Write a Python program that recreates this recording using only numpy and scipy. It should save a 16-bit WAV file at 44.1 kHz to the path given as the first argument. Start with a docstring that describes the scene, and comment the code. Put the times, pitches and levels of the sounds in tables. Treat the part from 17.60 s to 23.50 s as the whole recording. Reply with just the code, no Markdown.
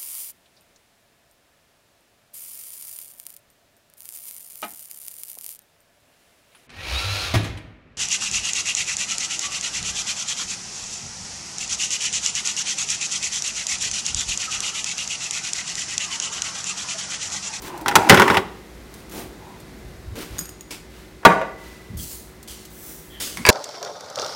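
"""A kitchen: a glass jam jar is pulled from a refrigerator door bin, scraping and knocking on bottles and plastic.
Feet and clothes shuffle across the floor, a small metal piece jingles, and the jar is set down hard on a stone counter.
The door is moved and its bottles rattle again; the compressor hums, and the loud knocks overload the microphone.
Blows are decaying modes with a noise crack and a boom; rubbing, steps and air are shaped noise; the hum is sine lines."""
import sys
import numpy as np
from scipy import signal
from scipy.fft import rfft, irfft, next_fast_len
from scipy.io import wavfile
from scipy.ndimage import uniform_filter1d, map_coordinates

SR = 44100
rng = np.random.default_rng(int(sys.argv[2]) if len(sys.argv) > 2 else 0)


def store_pcm(level_fs):
    """Save levels as 16-bit WAV."""
    pcm = np.round(np.clip(level_fs, -1, 1) * 32767).astype(np.int16)
    wavfile.write(sys.argv[1], SR, np.atleast_2d(pcm).T)


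N = 260362
T = np.arange(SR * 3 // 4) / SR  # time axis of one short event, in seconds

# The jar hits its neighbours in the door bin.
# Each row: start in seconds, strength in dB, hardness in dB, favoured pitch in Hz.
KNOCK_CONTACTS = [(.260, -13, -5, 1130), (.282, -11.5, 9.5, 2940), (.312, -13.5, -5, 1700),
                  (.355, 1.5, 8, 1040), (.490, -14.5, 8, 1980), (.496, 9, 5.5, 2491), (.522, 1, -13.5, 700),
                  (.544, -5, 5, 2000), (.572, -5.5, -3, 2410), (.597, -2, 0.5, 1000),
                  (.619, -4.5, -1, 2060), (.679, -8.5, -3, 1800), (.700, -4.5, -8.5, 950),
                  (.744, -12, -2, 2298), (.770, -5.5, -2.5, 2587)]
# Noise colour of a crack or of grit. Each row: frequency in Hz, relative density in dB per Hz.
CRACK_SPECTRUM = [(400, -13), (1200, -1.5), (3000, -2), (6000, -4), (10000, -9.5), (16000, -14.5)]
# Noise colour of cloth and soles. Each row: frequency in Hz, relative density in dB per Hz.
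HISS_SPECTRUM = [(1500, -18), (3000, -4.5), (4500, -2.5), (6000, -1), (8000, -0.5), (10000, -2.5),
                 (12000, -3.5), (15500, -2.5)]


def amp(db):
    """Decibels to gain."""
    return 10 ** (np.asarray(db) / 20)


def unit(x):
    """Scale to rms 1."""
    return x / np.sqrt(np.mean(x ** 2) + 1e-20)


def along(points, hz):
    """(Hz, value) points read on a log frequency axis."""
    f, v = np.transpose(points)
    return np.interp(np.log(hz + 1), np.log(f + 1), v)


def curve(rows):
    """(s, value) points read at every sample of the scene."""
    return np.interp(np.arange(N) / SR, *np.transpose(rows))


def fade(t60):
    """A decay of 60 dB in t60 seconds."""
    return np.exp(-np.log(1000) * T / t60)


def filtered(x, response):
    """x filtered by a response given as a function of frequency in Hz."""
    m = next_fast_len(len(x) + 8192)
    return irfft(rfft(x, m) * response(np.fft.rfftfreq(m, 1 / SR)), m)[:len(x)]


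def noise(spectrum, size=len(T)):
    """Coloured noise of rms 1."""
    return unit(filtered(rng.standard_normal(size), lambda hz: amp(along(spectrum, hz))))


def add(track, s, sound):
    """Mix a sound in at time s, in seconds."""
    start = max(round(s * SR), 0)
    track[start:start + len(sound)] += sound[:max(N - start, 0)]


def kitchen(x, wet_db):
    """Direct sound plus the answer of cupboards and walls: decaying noise, each band with its own decay time."""
    # Decay of the room. Each row: frequency in Hz, t60 in seconds.
    room_t60 = [(100, 0.41), (300, 0.72), (800, 0.56), (2000, 0.55), (5000, 0.66), (14000, 0.22)]
    # Colour of the room's answer. Each row: frequency in Hz, gain in dB.
    room_colour = [(60, -6.5), (300, 0.5), (1000, -0.5), (2500, -4), (6000, -5.5), (10000, -0.5),
                   (15000, -10)]
    hz, t, bands = signal.stft(rng.standard_normal(len(T)), SR, nperseg=256)
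    decay = np.exp(-np.log(1000) * t / along(room_t60, hz)[:, None])
    tail = signal.istft(bands * decay, SR, nperseg=256)[1][:len(T)]
    tail = tail * (1 - fade(0.015))
    tail = filtered(tail / np.linalg.norm(tail), lambda f: amp(along(room_colour, f)))
    delayed_tail = np.pad(tail, (SR // 250, 0))  # the answer starts after 4 ms
    return x + amp(wet_db) * signal.fftconvolve(x, delayed_tail)[:N]


def refrigerator():
    """Slightly unsteady compressor lines over broad fan and room noise."""
    # Compressor lines. Each row: frequency in Hz, mean level in dB rms.
    hum_lines = [(59.2, -52), (101, -61), (161.5, -59), (317.6, -58.5), (371.4, -55), (2046, -65.5)]
    # Colour of fans and room. Each row: frequency in Hz, relative density in dB per Hz.
    air_spectrum = [(15, -43), (25, -31), (48, -0.5), (66, -2.5), (82, -10), (212, -5), (277, -10),
                    (373, -10.5), (451, -10.5), (503, -13.5), (1130, -20.5), (2050, -21), (2910, -27),
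                    (3820, -26), (16000, -38)]
    # Level of that air at the microphone. Each row: time in seconds, level in dB.
    air_level = [(0, -44), (2.2, -43), (3, -46.3), (5.9, -46)]
    t = np.arange(N) / SR

    def drift():
        """A smooth random wander with four new values a second."""
        return map_coordinates(rng.standard_normal(40), [t * 4])

    hum = np.zeros(N)
    for hz, db in hum_lines:
        level = amp(db + 0.54 * drift()) * np.sqrt(2)
        hum += level * np.sin(2 * np.pi * hz * t + 0.33 * drift())
    return hum + amp(curve(air_level)) * noise(air_spectrum, size=N)


def thuds(width):
    """Soft contacts: a short swell of noise around one pitch; width is in natural-log units of frequency."""
    # Footfalls and bumps of the hand. Each row: start in seconds, level in dB, pitch in Hz.
    bumps = [(2.246, -39, 70.6), (2.344, -44, 70), (2.456, -36, 61), (2.499, -35.5, 65), (2.55, -38.5, 332),
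             (2.709, -36, 69.4), (2.775, -41.5, 135), (4.295, -35, 122), (4.349, -34, 70),
             (4.386, -44, 168), (5.772, -36, 177)]
    out = np.zeros(N)
    size = round(0.064 * SR)  # length of a thud: 64 ms
    swell = np.sin(np.pi * np.linspace(0, 1, size)) ** 0.16
    for s, db, pitch_hz in bumps:
        def around_pitch(hz):
            return np.exp(-.5 * (np.log((hz + 1) / pitch_hz) / width) ** 2)
        band = filtered(rng.standard_normal(len(T)), around_pitch)
        add(out, s, amp(db) * unit(band[:size] * swell))
    return out


def squeaks():
    """Skin and seals rub: a narrow, rough tone that sinks as the rub slows."""
    # The hand rubs on jar and door. Each row: start in seconds, level in dB, starting pitch in Hz, length in seconds.
    rubs = [(1.51, -39.5, 302.7, 0.18), (1.53, -41, 784, 0.098), (1.797, -47, 908, 0.18),
            (4.383, -45.5, 3450, .03), (5.203, -55, 6150, .24), (5.499, -46.5, 3310, .11),
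            (5.51, -52, 1940, .1)]
    sink = .07  # share of its pitch that a rub loses
    out = np.zeros(N)
    for s, db, pitch_hz, length in rubs:
        progress = np.clip(T / length, 0, 1)
        phase = 2 * np.pi * np.cumsum(pitch_hz * (1 - sink * progress)) / SR
        rough = np.zeros(len(T))
        for wave in (np.sin, np.cos):
            rough += uniform_filter1d(rng.standard_normal(len(T)), size=130) * wave(phase)
        add(out, s, amp(db) * unit(rough) * np.sqrt(np.abs(np.sin(np.pi * progress))))
    return out


def slides():
    """A sole or sleeve touches, speeds up and glides out; fibres catch and make the hiss grainy."""
    # Soles and cloth. Each row: start in seconds, rise in seconds, fall by 20 dB in seconds,
    # level in dB, hiss over scuff in dB.
    strokes = [(.021, 0.063, 0.037, -35.5, -8), (1.31, 0.091, .075, -48, -6), (1.511, 0.084, .1, -35, -1),
               (2.554, 0.072, .09, -34.5, -6.5), (2.68, 0.097, 0.18, -42, -14),
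               (3.106, .009, 0.087, -31.5, 3.5), (3.3, 0.088, 0.26, -48, -19),
               (3.978, 0.096, 0.45, -45.5, -14), (4.37, 0.067, 0.12, -32.5, 28),
               (4.47, 0.064, 0.17, -35, 26), (4.875, .02, 0.25, -38, 21), (5.1, 0.19, 0.32, -36.5, 13),
               (5.600, 0.02, 0.21, -26.5, 10)]
    # Colour of the duller scuff. Each row: frequency in Hz, relative density in dB per Hz.
    scuff_spectrum = [(150, -13), (300, -3.5), (700, -14.5), (1300, -13), (2500, -14.5), (4000, -16.5),
                      (7000, -21.5), (15000, -27)]
    swell_db_per_s = 63
    # abrupt slides are duller: hiss tilt in dB per octave, for each doubling of the rise past the even one
    tilt_step_db, even_rise_s, most_tilt_db = 3, 0.04, 6
    out = np.zeros(N)
    for s, rise, fall, level_db, hiss_db in strokes:
        speed_db = np.minimum(swell_db_per_s * (T - rise), -20 * (T - rise) / fall)
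        tilt_db = np.clip(tilt_step_db * np.log2(rise / even_rise_s), -most_tilt_db, most_tilt_db)
        fibres = amp(1.1 * unit(uniform_filter1d(rng.standard_normal(len(T)), size=90)))
        hiss = noise([(hz, db + tilt_db * np.log2(hz)) for hz, db in HISS_SPECTRUM])
        # a near reflection, its lag growing, colours the moving source
        lag = rng.uniform(.0003, .0007) * SR * (1 + T)
        hiss = unit(hiss + 0.29 * map_coordinates(hiss, [T * SR - lag]))
        rub = unit(amp(hiss_db) * hiss + noise(scuff_spectrum))
        add(out, s, amp(level_db + speed_db) * (1 - fade(0.0056)) * fibres * rub)
    return out


def ring(modes, scatter_db, attack, dense_db, detune, life=1):
    """Struck modes over a dense cluster of weak ones; each blow excites them differently, life scales their decay."""
    hz, db, t60 = np.transpose(modes)
    gains = amp(db + scatter_db * rng.standard_normal(len(hz)))
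    tuning = hz * np.exp(detune * rng.standard_normal(len(hz)))
    phases = rng.uniform(0, 2 * np.pi, len(hz))
    waves = np.zeros(len(T))
    for gain, f, phase, decay in zip(gains, tuning, phases, t60):
        waves += gain * np.sin(2 * np.pi * f * T + phase) * fade(decay * life)
    outline = [(hz[0] / 2, db[0] - 36), *zip(hz, db), (hz[-1] * 2, db[-1] - 43.0)]
    cluster = amp(dense_db) * noise(outline) * fade(np.mean(t60) * life)
    return (waves / np.linalg.norm(gains) + cluster) * (1 - np.exp(-T / attack))


def ticks():
    """Fingers and cloth tick lightly: short decaying hiss."""
    # Each row: start in seconds, level in dB.
    touches = [(.02, -35), (0.176, -38), (.212, -38), (1.34, -38.5), (1.496, -41), (2.001, -43),
               (4.829, -38), (5.052, -36.5)]
    out = np.zeros(N)
    for s, db in touches:
        add(out, s, amp(db) * noise(HISS_SPECTRUM) * fade(0.055))
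    return out


def jingles():
    """A small metal piece chinks and bounces: high modes with a tiny crack, weaker chinks damped sooner."""
    # Each row: start in seconds, level in dB.
    chinks = [(2.784, -22), (2.790, -16), (2.811, -25.5), (2.856, -28), (2.892, -27), (3.009, -29)]
    # Resonances of the metal piece. Each row: frequency in Hz, level in dB, free t60 in seconds.
    trinket = [(4970, -5, 0.105), (6620, 11, 0.024), (6830, 4, 0.092), (8850, 3.5, 0.053),
               (11500, -7, 0.29), (15250, -1, 0.21)]
    hardest_db = max(db for s, db in chinks)
    out = np.zeros(N)
    for s, db in chinks:
        # share of the free ringing time: 0.76 for the hardest chink
        life = 0.76 * amp(.45 * (db - hardest_db))
        chink = ring(trinket, scatter_db=2.0, attack=.0001, dense_db=-17.0, detune=0.0021, life=life)
        crack = amp(-4.5) * noise(CRACK_SPECTRUM) * fade(0.0064)
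        add(out, s, amp(db) * (chink + crack))
    return out


def focused(modes, focus_hz, boost_db=6):
    """The spot that is hit favours the modes around one pitch."""
    return [(hz, db + boost_db * np.exp(-8 * np.log(hz / focus_hz) ** 2), t60) for hz, db, t60 in modes]


def blows(contacts, glass, support, crack_db, boom_db, boom_growth, boom_lag, crack_t60, boom_attack,
          scatter_db, dense_db, soft_attack, detune):
    """Each contact cracks and rings the containers; what they stand on booms, mostly under heavy, soft blows."""
    hard_boom_loss = 0.44  # dB of boom lost per dB of hardness: glass on glass cracks, glass on plastic booms
    out = np.zeros(N)
    for s, db, hardness_db, focus_hz in contacts:
        # contacts with little crack build up slowly
        softness = np.clip((-crack_db - hardness_db - 21.5) / 5, 0, 1)
        attack = 0.00027 + soft_attack * softness
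        glass_ring = ring(focused(glass, focus_hz), scatter_db, attack, dense_db, detune)
        add(out, s, amp(db) * glass_ring)
        boom_level_db = boom_db + boom_growth * db - hard_boom_loss * hardness_db
        boom = ring(support, scatter_db, boom_attack, dense_db, detune)
        add(out, s + boom_lag, amp(boom_level_db) * boom)
        add(out, s, amp(db + crack_db + hardness_db) * noise(CRACK_SPECTRUM) * fade(crack_t60))
    return out


def swinging_door():
    """The moved door shakes its bottles: glass rings and the door panel booms."""
    # Each row: start in seconds, strength in dB, hardness in dB, favoured pitch in Hz.
    rattles = [(5.772, -24, 9, 2130), (5.852, -5, -7, 2500), (5.8645, -13, 9.5, 1000),
               (5.870, -4, -9, 2240), (5.889, 2.5, 11, 2420)]
    # Resonances of the jars. Each row: frequency in Hz, level in dB, t60 in seconds.
    door_jars = [(835, -6.5, 0.016), (1020, -4, 0.03), (1460, -16, 0.086), (1693, -6.5, 0.079),
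                 (2260, -4, 0.027), (2470, -6, 0.018), (3370, -22, .05), (4810, -9, 0.061),
                 (6700, -24, 0.069), (8800, -22, 0.028)]
    # Resonances of the door. Each row: frequency in Hz, level in dB, t60 in seconds.
    door_panel = [(92, 2, 0.064), (138, -7, .08), (193, -8.5, 0.36), (288, -12, 0.095), (414, 4.5, 0.041),
                  (526, -2, 0.11), (650, -1, 0.067)]
    return blows(rattles, door_jars, door_panel, crack_db=-9, boom_db=-4, boom_growth=4.3, boom_lag=-0.00213,
                 crack_t60=0.023, boom_attack=0.0017, scatter_db=1.5, dense_db=-10.5,
                 soft_attack=0.00068, detune=0.013)


def drag():
    """Glass sticks and slips on plastic at an uneven rate; the bin's resonances shift as the jar travels."""
    # Level of the scrape. Each row: time in seconds, level in dB.
    drag_level = [(0, -52.5), (.06, -42.5), (.17, -34), (.27, -40), (.38, -19), (.46, -23), (.6, -20),
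                  (.77, -18.5), (.92, -68)]
    # Resonances of the bin. Each row: centre in Hz, width in Hz, level in dB.
    drag_body = [(234, 23, -2), (335, 11.3, 9), (553, 190, -8.5), (850, 188, 2), (1015, 128, 1),
                 (1456, 660, -13.5), (2900, 410, -22.5)]
    # Each row: time in seconds, pitch ratio of the resonances.
    drag_pitch = [(.1, 1.11), (.25, 0.92), (.47, .94), (.6, 1.17)]
    # about 700 slips a second before the pitch shift, over fine roughness
    slips = (rng.random(N) < 700 / SR) * rng.uniform(0.99, 1, N)
    slips = slips + 0.079 * rng.standard_normal(N)

    def body(f):
        """Resonances in parallel with alternating sign."""
        total = 0
        for k, (centre, width, db) in enumerate(drag_body):
            damping = 1j * f * width
            total = total + (-1) ** k * amp(db) * damping / (centre ** 2 - f * f + damping)
        return total

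    read_position = np.cumsum(curve(drag_pitch))
    groan = map_coordinates(unit(filtered(slips, body)), [read_position], order=3)
    grit = noise(CRACK_SPECTRUM, size=N)
    return amp(curve(drag_level)) * (groan + amp(-23.5) * grit)


def rebounds(contacts):
    """A knocked bottle rebounds once: every knock is answered a moment later by a weaker, softer one."""
    flights = .008 * rng.uniform(.7, 1.3, len(contacts))  # seconds
    loss_db, softer_db = 6.5, 7
    return [(s + flight, db - loss_db, hardness_db - softer_db, hz)
            for (s, db, hardness_db, hz), flight in zip(contacts, flights)]


def jostle(count):
    """The hardest knock leaves the bottles jostling: light, uneven contacts that die away."""
    gap_s, level_db, fall_db_per_s, hardness_db, pitch_hz = .016, -9, 59, -3.5, 1680
    start = max(KNOCK_CONTACTS, key=lambda knock: knock[1])[0]
    chance = rng.standard_normal((count, 3))
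    ages = gap_s * (1 + np.arange(count) + .25 * chance[:, 0])
    return [(start + age, level_db - fall_db_per_s * age + 2.1 * size, hardness_db, pitch_hz * np.exp(0.21 * spot))
            for age, (_, size, spot) in zip(ages, chance)]


def door_bin():
    """The jar knocks its neighbours in the bin: bottles ring, the plastic shelf booms."""
    # Resonances of the bottles. Each row: frequency in Hz, level in dB, t60 in seconds.
    bottles = [(557, -4.5, 0.15), (820, 2.5, 0.08), (942, 2.5, 0.071), (1056, -2, 0.048), (1227, -3, 0.057),
               (1439, 5.5, 0.035), (1585, 2.5, 0.024), (2030, 0.5, 0.042), (2330, -4.5, 0.037),
               (2570, -9, 0.02), (2700, -7, 0.036), (3400, -7, 0.051), (3890, -14, 0.085),
               (5410, -13, 0.05)]
    # Resonances of the shelf. Each row: frequency in Hz, level in dB, t60 in seconds.
    shelf = [(80.3, -15, 0.28), (102.2, -13, 0.32), (145, -7.5, 0.058), (188.6, -6.5, 0.17),
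             (231, -8.5, 0.16), (294, -11, 0.14), (375.8, -7.5, 0.31), (431, -1.5, 0.05)]
    contacts = [*KNOCK_CONTACTS, *rebounds(KNOCK_CONTACTS), *jostle(count=9)]
    return blows(contacts, bottles, shelf, crack_db=-12.5, boom_db=-11.5, boom_growth=1.21, boom_lag=0.00077,
                 crack_t60=0.04, boom_attack=0.0037, scatter_db=4.0, dense_db=-5,
                 soft_attack=0.00082, detune=0.018)


def counter():
    """The jar lands on stone and rocks to rest, the cabinet booms; two close tones keep beating faintly."""
    # Each row: start in seconds, strength in dB, hardness in dB, favoured pitch in Hz.
    landing = [(3.630, -32, -20, 1194), (3.651, 4, 7, 1160), (3.656, -1.5, -3, 800),
               (3.702, -12.5, -13, 1000), (3.717, -14.5, -27, 950), (3.814, -19, -1, 515)]
    # Resonances of the jar. Each row: frequency in Hz, level in dB, t60 in seconds.
    jar = [(383, -4, 0.058), (537, 4, 0.041), (650, 0, 0.12), (771, -2, 0.11), (931, -3, 0.12),
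           (1164, 2, 0.076), (1290, -8, .04), (1453, 3.5, 0.042), (1675, -3.5, 0.1), (2025, -3, 0.037),
           (2455, -8, 0.13), (3730, -20, 0.171), (4340, -35, 0.0468), (6070, -25.5, 0.139)]
    # Resonances under the counter. Each row: frequency in Hz, level in dB, t60 in seconds.
    cabinet = [(121, -11.5, 0.14), (150, -6, .13), (174, -5, 0.127), (300, -11, 0.109), (432, -4.5, .06)]
    # Long ringing of the jar's lid. Each row: frequency in Hz, level in dB, t60 in seconds.
    singing = [(1985.5, -40.5, 2.4), (2007, -41, 2.4)]
    out = blows(landing, jar, cabinet, crack_db=-18.5, boom_db=-6.5, boom_growth=1.67, boom_lag=.008,
                crack_t60=0.027, boom_attack=0.0086, scatter_db=2.0, dense_db=-2.5,
                soft_attack=0.00066, detune=0.006)
    out = kitchen(out, wet_db=-11.0)
    tones = sum(amp(db) * np.sin(2 * np.pi * hz * T) * fade(t60) for hz, db, t60 in singing)
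    add(out, landing[1][0], tones)  # without room, from the second contact on
    return out


def scene():
    """All sources in the kitchen, one channel."""
    person = thuds(width=0.42) + squeaks() + slides() + ticks() + jingles()
    sound = refrigerator() + kitchen(person, wet_db=-8.5)
    sound += kitchen(swinging_door(), wet_db=-0.5)
    sound += kitchen(drag() + door_bin(), wet_db=-15.5)
    sound += counter()
    return sound[None]


def record(dry):
    """The microphone clips at full scale; a steep low-pass then removes what lies above the band limit."""
    top_hz = 16000
    clipped = np.clip(dry[0], -1, 1)
    return filtered(clipped, lambda hz: 1 / np.sqrt(1 + (hz / top_hz) ** 240))[None]


dry = scene()
out = record(dry)
store_pcm(out)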